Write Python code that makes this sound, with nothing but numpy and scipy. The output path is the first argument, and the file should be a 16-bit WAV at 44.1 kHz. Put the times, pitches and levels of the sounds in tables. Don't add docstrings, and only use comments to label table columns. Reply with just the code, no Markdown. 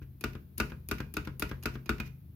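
import sys
import numpy as np
from scipy import signal
from scipy.fft import rfft, irfft
from scipy.io import wavfile

SR = 44100
rng = np.random.default_rng(int(sys.argv[2]) if len(sys.argv) > 2 else 0)


def wav_record(signal):
    frames = np.transpose(np.atleast_2d(signal))
    bounded = np.clip(frames, -1, 1)
    quanta = np.round(bounded * 32767).astype(np.int16)
    wavfile.write(sys.argv[1], SR, quanta)


N = 103635

# t/s, clack/dB, thump/dB, treble/dB
PRESS_CUES = [(0.2393, -2.5, -0.5, 1), (0.6, 2, 1.5, -4), (0.9124, -3.5, 0.5, 13), (1.1675, -4, -1, -2.5),
              (1.422, -2, -1, 2), (1.6562, -1, -0.5, 0.5), (1.8924, -1, 3, -1.5)]
# t/s, knock/dB, thump/dB, treble/dB, spring/dB, hollow ring/dB
RELEASE_CUES = [(0.016, -22, -14.5, -33, -67, -20), (0.3508, -8, -11.5, -1, -70, -14.5),
                (0.7178, -6, -11, -26, -56, -9), (1.002, -1, -3.5, 9, -47, -2.5),
                (1.272, -3, -4.5, 2.5, -66.5, -4), (1.5124, 0.5, -5, -11, -67.5, -2),
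                (1.7534, -5, -8.5, -4.5, -71, -11.5), (1.9999, 0.5, -5, 17, -36, -7)]
# t/s, tick/dB, treble/dB, thump/dB, spring/dB
TAP_CUES = [(0.2097, -7, 3.5, -15, -50.5), (0.577, -5.5, -25, -20, -74.5), (0.5805, -1, 13, -12, -56),
            (0.8872, -3.5, 10.5, -13, -50), (1.1395, -3.5, 5.5, -13, -55), (1.3963, -0.5, 10.5, -11.5, -62),
            (1.4015, -8, 12, -18, -67.5), (1.6265, -3.5, -25.5, -30, -55), (1.6351, -5, -1, -18, -71),
            (1.859, -3, -34, -18.5, -53)]
# t/s, length/s, level/dB, treble/dB
RATTLE_CUES = [(0.018, 0.015, -16, -21), (0.331, 0.0043, -8, -9), (0.694, 0.013, -7, -17),
               (.981, 0.0069, 0, -20), (1.247, 0.0089, -5.5, 1), (1.489, 0.01, -5.5, 12),
               (1.733, 0.018, -12.5, 9), (1.982, 0.0022, -2, -17.5), (2.045, 0.034, -12, 9)]

# f/Hz, level/dB, t60/s, pan/dB (positive is left)
BAR_MODES = [(608.4, -48, 0.088, -14.5), (1026, -47, 0.031, -5), (1204, -36.5, 0.058, 12),
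             (1288, -36.5, 0.084, -2), (1428, -25.5, .047, 8), (1545, -34, .04, -7),
             (2010, -35.5, 0.035, 4.5), (2469, -37.5, 0.047, -12), (2570, -39.5, 0.045, -16.5),
             (2718, -46.5, 0.05, -15), (3494, -37, 0.014, 10.5), (3753, -34, 0.015, -1),
             (6670, -41.5, 0.014, 8)]
STOP_MODES = [(494, -41.5, 0.065, 4), (1025, -40, 0.024, 11), (1424, -43.5, 0.067, 7),
              (1607, -39.5, 0.047, -11), (3190, -51.5, 0.025, -4)]
CAP_MODES = [(2786, -47, .025, -3), (4930, -49, .025, -6.5), (6600, -50.5, 0.027, 8.5)]
# f/Hz, level/dB, t60/s, attack/s
DESK_MODES = [(57.6, -25.5, 0.14, 0.0035), (85.1, -41.5, 0.45, 0.002), (128.85, -37.5, 0.4, 0.013),
              (158.6, -45.5, 0.84, 0.033), (182, -41, 0.15, 0.00067), (209.4, -35.5, 0.14, 0.003),
              (247.4, -45.5, 0.25, 0.00044), (305.8, -34, 0.064, 0.00083), (335.3, -32, 0.056, 0.00055),
              (346.4, -50.5, 0.35, 0.002), (426.5, -33, 0.063, 0.00071)]
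ROCK_MODES = [(135.6, -31.5, 0.24, 0.0013), (189, -29.5, 0.05, 0.0044)]
# f/Hz, level/dB, t60/s
SPRING_MODES = [(2470, 1, 0.04), (2460, -13, 0.29), (2530, -5, 0.05), (2660, -13, 0.12)]
# f/Hz, level/dB, t60/s, pan/dB
CLACK_BANDS = [(400, -15, 0.005, 18), (525, -24.5, 0.084, 2.5), (831, -27, 0.08, 7),
               (1050, -15, 0.017, 10.5), (1450, -21, 0.035, 3), (1850, -16, 0.025, -3.5),
               (2210, -16, 0.025, -4.5), (2850, -25, 0.14, -1), (3300, -30.5, 0.041, 6.5),
               (3940, -23.5, 0.03, -1.5), (3940, -22.5, 0.016, 2.5), (4900, -25, 0.039, 0),
               (7100, -34.5, 0.035, 5), (7350, -36.5, 0.035, 1), (9500, -36, .025, 5),
               (11500, -32.5, 0.023, 2.5), (13870, -28.5, 0.036, 3.5), (16000, -41.5, .02, -14)]
KNOCK_BANDS = [(400, -35, 0.036, 1), (530, -27.5, 0.071, 0), (782, -32.5, 0.065, -0.18),
               (1180, -27, 0.07, 2.2), (1600, -34.5, 0.12, 0.38), (2250, -32, 0.073, -2),
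               (3370, -33, 0.027, -0.63), (6000, -43.5, 0.018, 0.62), (8850, -61, 0.018, 1),
               (12300, -51, 0.014, 1)]
TICK_BANDS = [(500, -39.5, 0.074, 3), (1420, -39, 0.083, 2), (2640, -45, 0.15, -6),
              (4930, -37.5, 0.057, -1.5), (7100, -39, 0.02, 10.5), (7960, -50, 0.031, -2.5),
              (10880, -33.5, 0.013, 12.5), (12360, -31, 0.036, 2.5), (14470, -38, 0.01, -2)]
SNAP_BANDS = [(5000, -43.5, .005, 5.5), (9720, -35.5, 0.0034, 8.5), (10820, -18, 0.0041, 12),
              (12200, -21, 0.0051, 6), (13500, -24, 0.004, 5.5), (14500, -39, 0.003, 0.5),
              (15000, -21.5, 0.006, 3), (15800, -38, 0.003, 4)]
RUB_BANDS = [(810, -46.5, 0.065, 0), (2680, -31.5, 0.025, -0.6), (3300, -45, 0.069, 0),
             (6000, -42.5, 0.0083, 0), (8720, -62, 0.027, 0.26), (13000, -42, .015, 0.82),
             (16000, -59, .015, 0.94)]
ROOM_BANDS = [(144.4, -7, 1, -1.5), (290, -0.5, 0.23, -4.5), (556, -5, 0.34, 1.5), (1430, -5.5, 0.2, -4),
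              (2620, -7.5, 0.24, 0), (4930, -9.5, 0.29, -4.5), (8700, -9, 0.27, 3.5),
              (14000, -13.5, 0.46, -5)]
# f/Hz, left-right correlation
CLOSE_IMAGE = [(300, 0.87), (1400, 0.58), (3000, 0), (10000, 0)]
ROOM_IMAGE = [(100, 0.97), (300, 0.92), (800, 0.11), (2500, 0.048)]
# f/Hz, relative level/dB
BED_SPECTRUM = [(22, 10), (36, -21), (52, 7.5), (80, -9), (103, 2), (132, -20), (165, -9), (235, -15),
                (340, -20.5), (480, -32), (700, -37), (1500, -42.5), (4000, -46.5), (8300, -57.5),
                (10000, -47), (12000, -38.5), (15500, -37), (16300, -52)]
# f/Hz, level/dB
HUM_TONES = [(80.7, -54), (132.5, -55.5)]

DESK_DELAY_S, DESK_PAN_DB = 0.0028, 3.5


def presses(far_lag_s=0.008, far_spread_s=0.005, far_db=-10):
    out, body = np.zeros((2, N)), noise(8192)
    for s, db, thump_db, treble_db in PRESS_CUES:
        hit = brighten(vary(body, above_hz=3000), treble_db)
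        add(out, s, amp(db) * ring(CLACK_BANDS, hit, rise_s=0.00096, hold_s=0.0019))
        add(out, s, amp(db) * modes(BAR_MODES))
        far_end_s = s + far_lag_s + far_spread_s * rng.uniform(-0.993, 1)
        add(out, far_end_s, amp(db + far_db) * modes(BAR_MODES, detune=0.0183))
        add(out, s, amp(thump_db) * desk(soft_hz=900))
    return out


def releases(bar_db=-24, clack_db=-19):
    out, body = np.zeros((2, N)), noise(8192)
    for s, db, thump_db, treble_db, spring_db, hollow_db in RELEASE_CUES:
        hit = brighten(vary(body, above_hz=2900), treble_db)
        add(out, s, amp(db) * ring(KNOCK_BANDS, hit, rise_s=0.0032, hold_s=0.0018))
        clack = ring(CLACK_BANDS, noise(8192), rise_s=0.0009, hold_s=0.003)
        add(out, s, amp(db + clack_db + treble_db / 2) * clack)
        add(out, s, amp(db + bar_db) * modes(BAR_MODES))
        add(out, s, amp(hollow_db) * modes(STOP_MODES, rise_s=0.0014))
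        add(out, s - DESK_DELAY_S, -amp(thump_db) * desk(soft_hz=290))
        rocking = sum(mode(*row) for row in ROCK_MODES)
        add(out, s, amp(thump_db) * pan(DESK_PAN_DB) * rocking)
        add(out, s, spring(spring_db))
    return out


def nail_taps(snap_db=-2):
    out = np.zeros((2, N))
    for s, db, treble_db, thump_db, spring_db in TAP_CUES:
        hit = brighten(noise(4096), treble_db)
        add(out, s, amp(db) * ring(TICK_BANDS, hit, rise_s=0.0015, hold_s=0.00058))
        snap = ring(SNAP_BANDS, hit, rise_s=0.0005, hold_s=0.0001)
        add(out, s, amp(db + snap_db + treble_db / 2) * snap)
        add(out, s, amp(db) * modes(CAP_MODES))
        add(out, s, amp(thump_db) * desk(soft_hz=345))
        add(out, s, spring(spring_db))
    return out


def desk(soft_hz):
    thump = 0
    for k, (hz, db, t60, rise_s) in enumerate(DESK_MODES):
        polarity = (-1) ** (k // 3)
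        thump += polarity * mode(hz, db, t60, rise_s) / np.hypot(1, (hz / soft_hz) ** 2)
    return pan(DESK_PAN_DB) * np.pad(thump, (round(DESK_DELAY_S * SR), 0))


def rattles():
    out = np.zeros((2, N))
    for s, length, db, treble_db in RATTLE_CUES:
        friction = brighten(noise(8192), treble_db)
        add(out, s, amp(db) * ring(RUB_BANDS, friction, rise_s=length / 2, hold_s=length))
    return out


def spring(db):
    return pan(-8) * sum(mode(hz, db + level, t60, rise_s=0.0011) for hz, level, t60 in SPRING_MODES)


def room(keys, crossfade_hz=0.7):
    bands = [(hz, db + 10 * np.log10(2 * np.log(1000) / (t60 * SR)), t60, side)
             for hz, db, t60, side in ROOM_BANDS]
    turn, out = 2 * np.pi * crossfade_hz * np.arange(N) / SR, 0
    for crossfade in (np.cos(turn), np.sin(turn)):
        tail = ring(bands, noise(49152, ROOM_IMAGE), rise_s=0.0081, hold_s=0.0032)
        out += signal.fftconvolve(keys * crossfade, tail, axes=1)[:, :N]
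    return out


def background(bed_db=-46.5, waver=0.37):
    hz, t = np.fft.rfftfreq(2 * N, 1 / SR), np.arange(N) / SR
    bed = irfft(noise(2 * N, ROOM_IMAGE) * amp(curve(BED_SPECTRUM, hz)))[:, :N]
    hum = 0
    for f, db in HUM_TONES:
        swell, wobble = waver * signal.resample(rng.standard_normal((2, 16)), N, axis=1)
        hum += amp(db) * np.sqrt(2) * (1 + swell) * np.sin(2 * np.pi * f * t + 2 * wobble)
    return pan(2) * (amp(bed_db) * bed / bed.std() + hum)


def ring(bands, excitation, rise_s, hold_s, evenness=0.7):
    size = 2 * (excitation.shape[1] - 1)
    t, hz = np.arange(size) / SR, np.fft.rfftfreq(size, 1 / SR)
    centres, db, t60, side = np.transpose(bands)
    colour = treble_share(hz, centres[0] / 2) * amp(curve(np.c_[centres, db], hz))
    attack = np.minimum(t / rise_s, 1)
    burst, smooth = 0, 0
    for k, share in enumerate(np.eye(len(bands))):
        band = pan(side[k]) * colour * curve(np.c_[centres, share], hz)
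        envelope = attack * decay(np.maximum(t - hold_s, 0), t60[k])
        burst += irfft(excitation * band) * envelope
        smooth += band * np.linalg.norm(envelope)
    spectrum = rfft(burst)
    levelling = (smooth / (abs(spectrum) + 1e-12)) ** evenness
    fade = np.clip(2 - 4 * t / t[-1], 0, 1)
    return irfft(spectrum * levelling) * fade


def modes(table, detune=0.0032, spread_db=2, rise_s=0.00039):
    out = 0
    for k, (hz, db, t60, side) in enumerate(table):
        bend, accent_db = rng.standard_normal(2) * (detune, spread_db)
        out += (-1) ** k * pan(side) * mode(hz * (1 + bend), db + accent_db, t60, rise_s)
    return out


def mode(hz, db, t60, rise_s):
    t = np.arange(SR // 2) / SR
    attack = 1 - np.exp(-t / rise_s)
    return amp(db) * attack * decay(t, t60) * np.sin(2 * np.pi * hz * t)


def noise(size, image=CLOSE_IMAGE):
    mid, side = np.exp(2j * np.pi * rng.random((2, size // 2 + 1)))
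    correlation = curve(image, np.fft.rfftfreq(size, 1 / SR))
    width = np.arccos(correlation) / 2
    mid, side = mid * np.cos(width), side * np.sin(width)
    return np.array([mid + side, mid - side]) * np.sqrt(size)


def brighten(spectrum, treble_db, shelf_hz=4900):
    hz = np.linspace(0, SR / 2, spectrum.shape[1])
    return spectrum * amp(treble_db * treble_share(hz, shelf_hz))


def vary(body, above_hz):
    hz = np.linspace(0, SR / 2, body.shape[1])
    fresh = treble_share(hz, above_hz)
    return np.sqrt(1 - fresh) * body + np.sqrt(fresh) * noise(2 * (len(hz) - 1))


def treble_share(hz, corner_hz):
    return hz ** 2 / (hz ** 2 + corner_hz ** 2)


def decay(t, t60):
    return np.exp(-np.log(1000) * t / t60)


def amp(db):
    return 10 ** (np.asarray(db) / 20)


def pan(db):
    return amp(np.array([[db], [-db]]) / 2)


def curve(points, hz):
    f, value = np.transpose(points)
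    return np.interp(np.log(hz + 1), np.log(f), value)


def add(mix, s, sound):
    part = mix[:, max(round(s * SR), 0):][:, :sound.shape[1]]
    part += sound[:, :part.shape[1]]


def scene():
    keys = presses() + releases() + nail_taps() + rattles()
    return keys + room(keys) + background()


def record(dry, low_cut_hz=52.4, high_cut_hz=16300):
    low_cut = signal.butter(4, low_cut_hz, "highpass", fs=SR, output="sos")
    high_cut = signal.firwin(255, high_cut_hz, window=("kaiser", 9), fs=SR)
    return signal.oaconvolve(signal.sosfilt(low_cut, dry), high_cut[None], "same")


dry = scene()
out = record(dry)
wav_record(out)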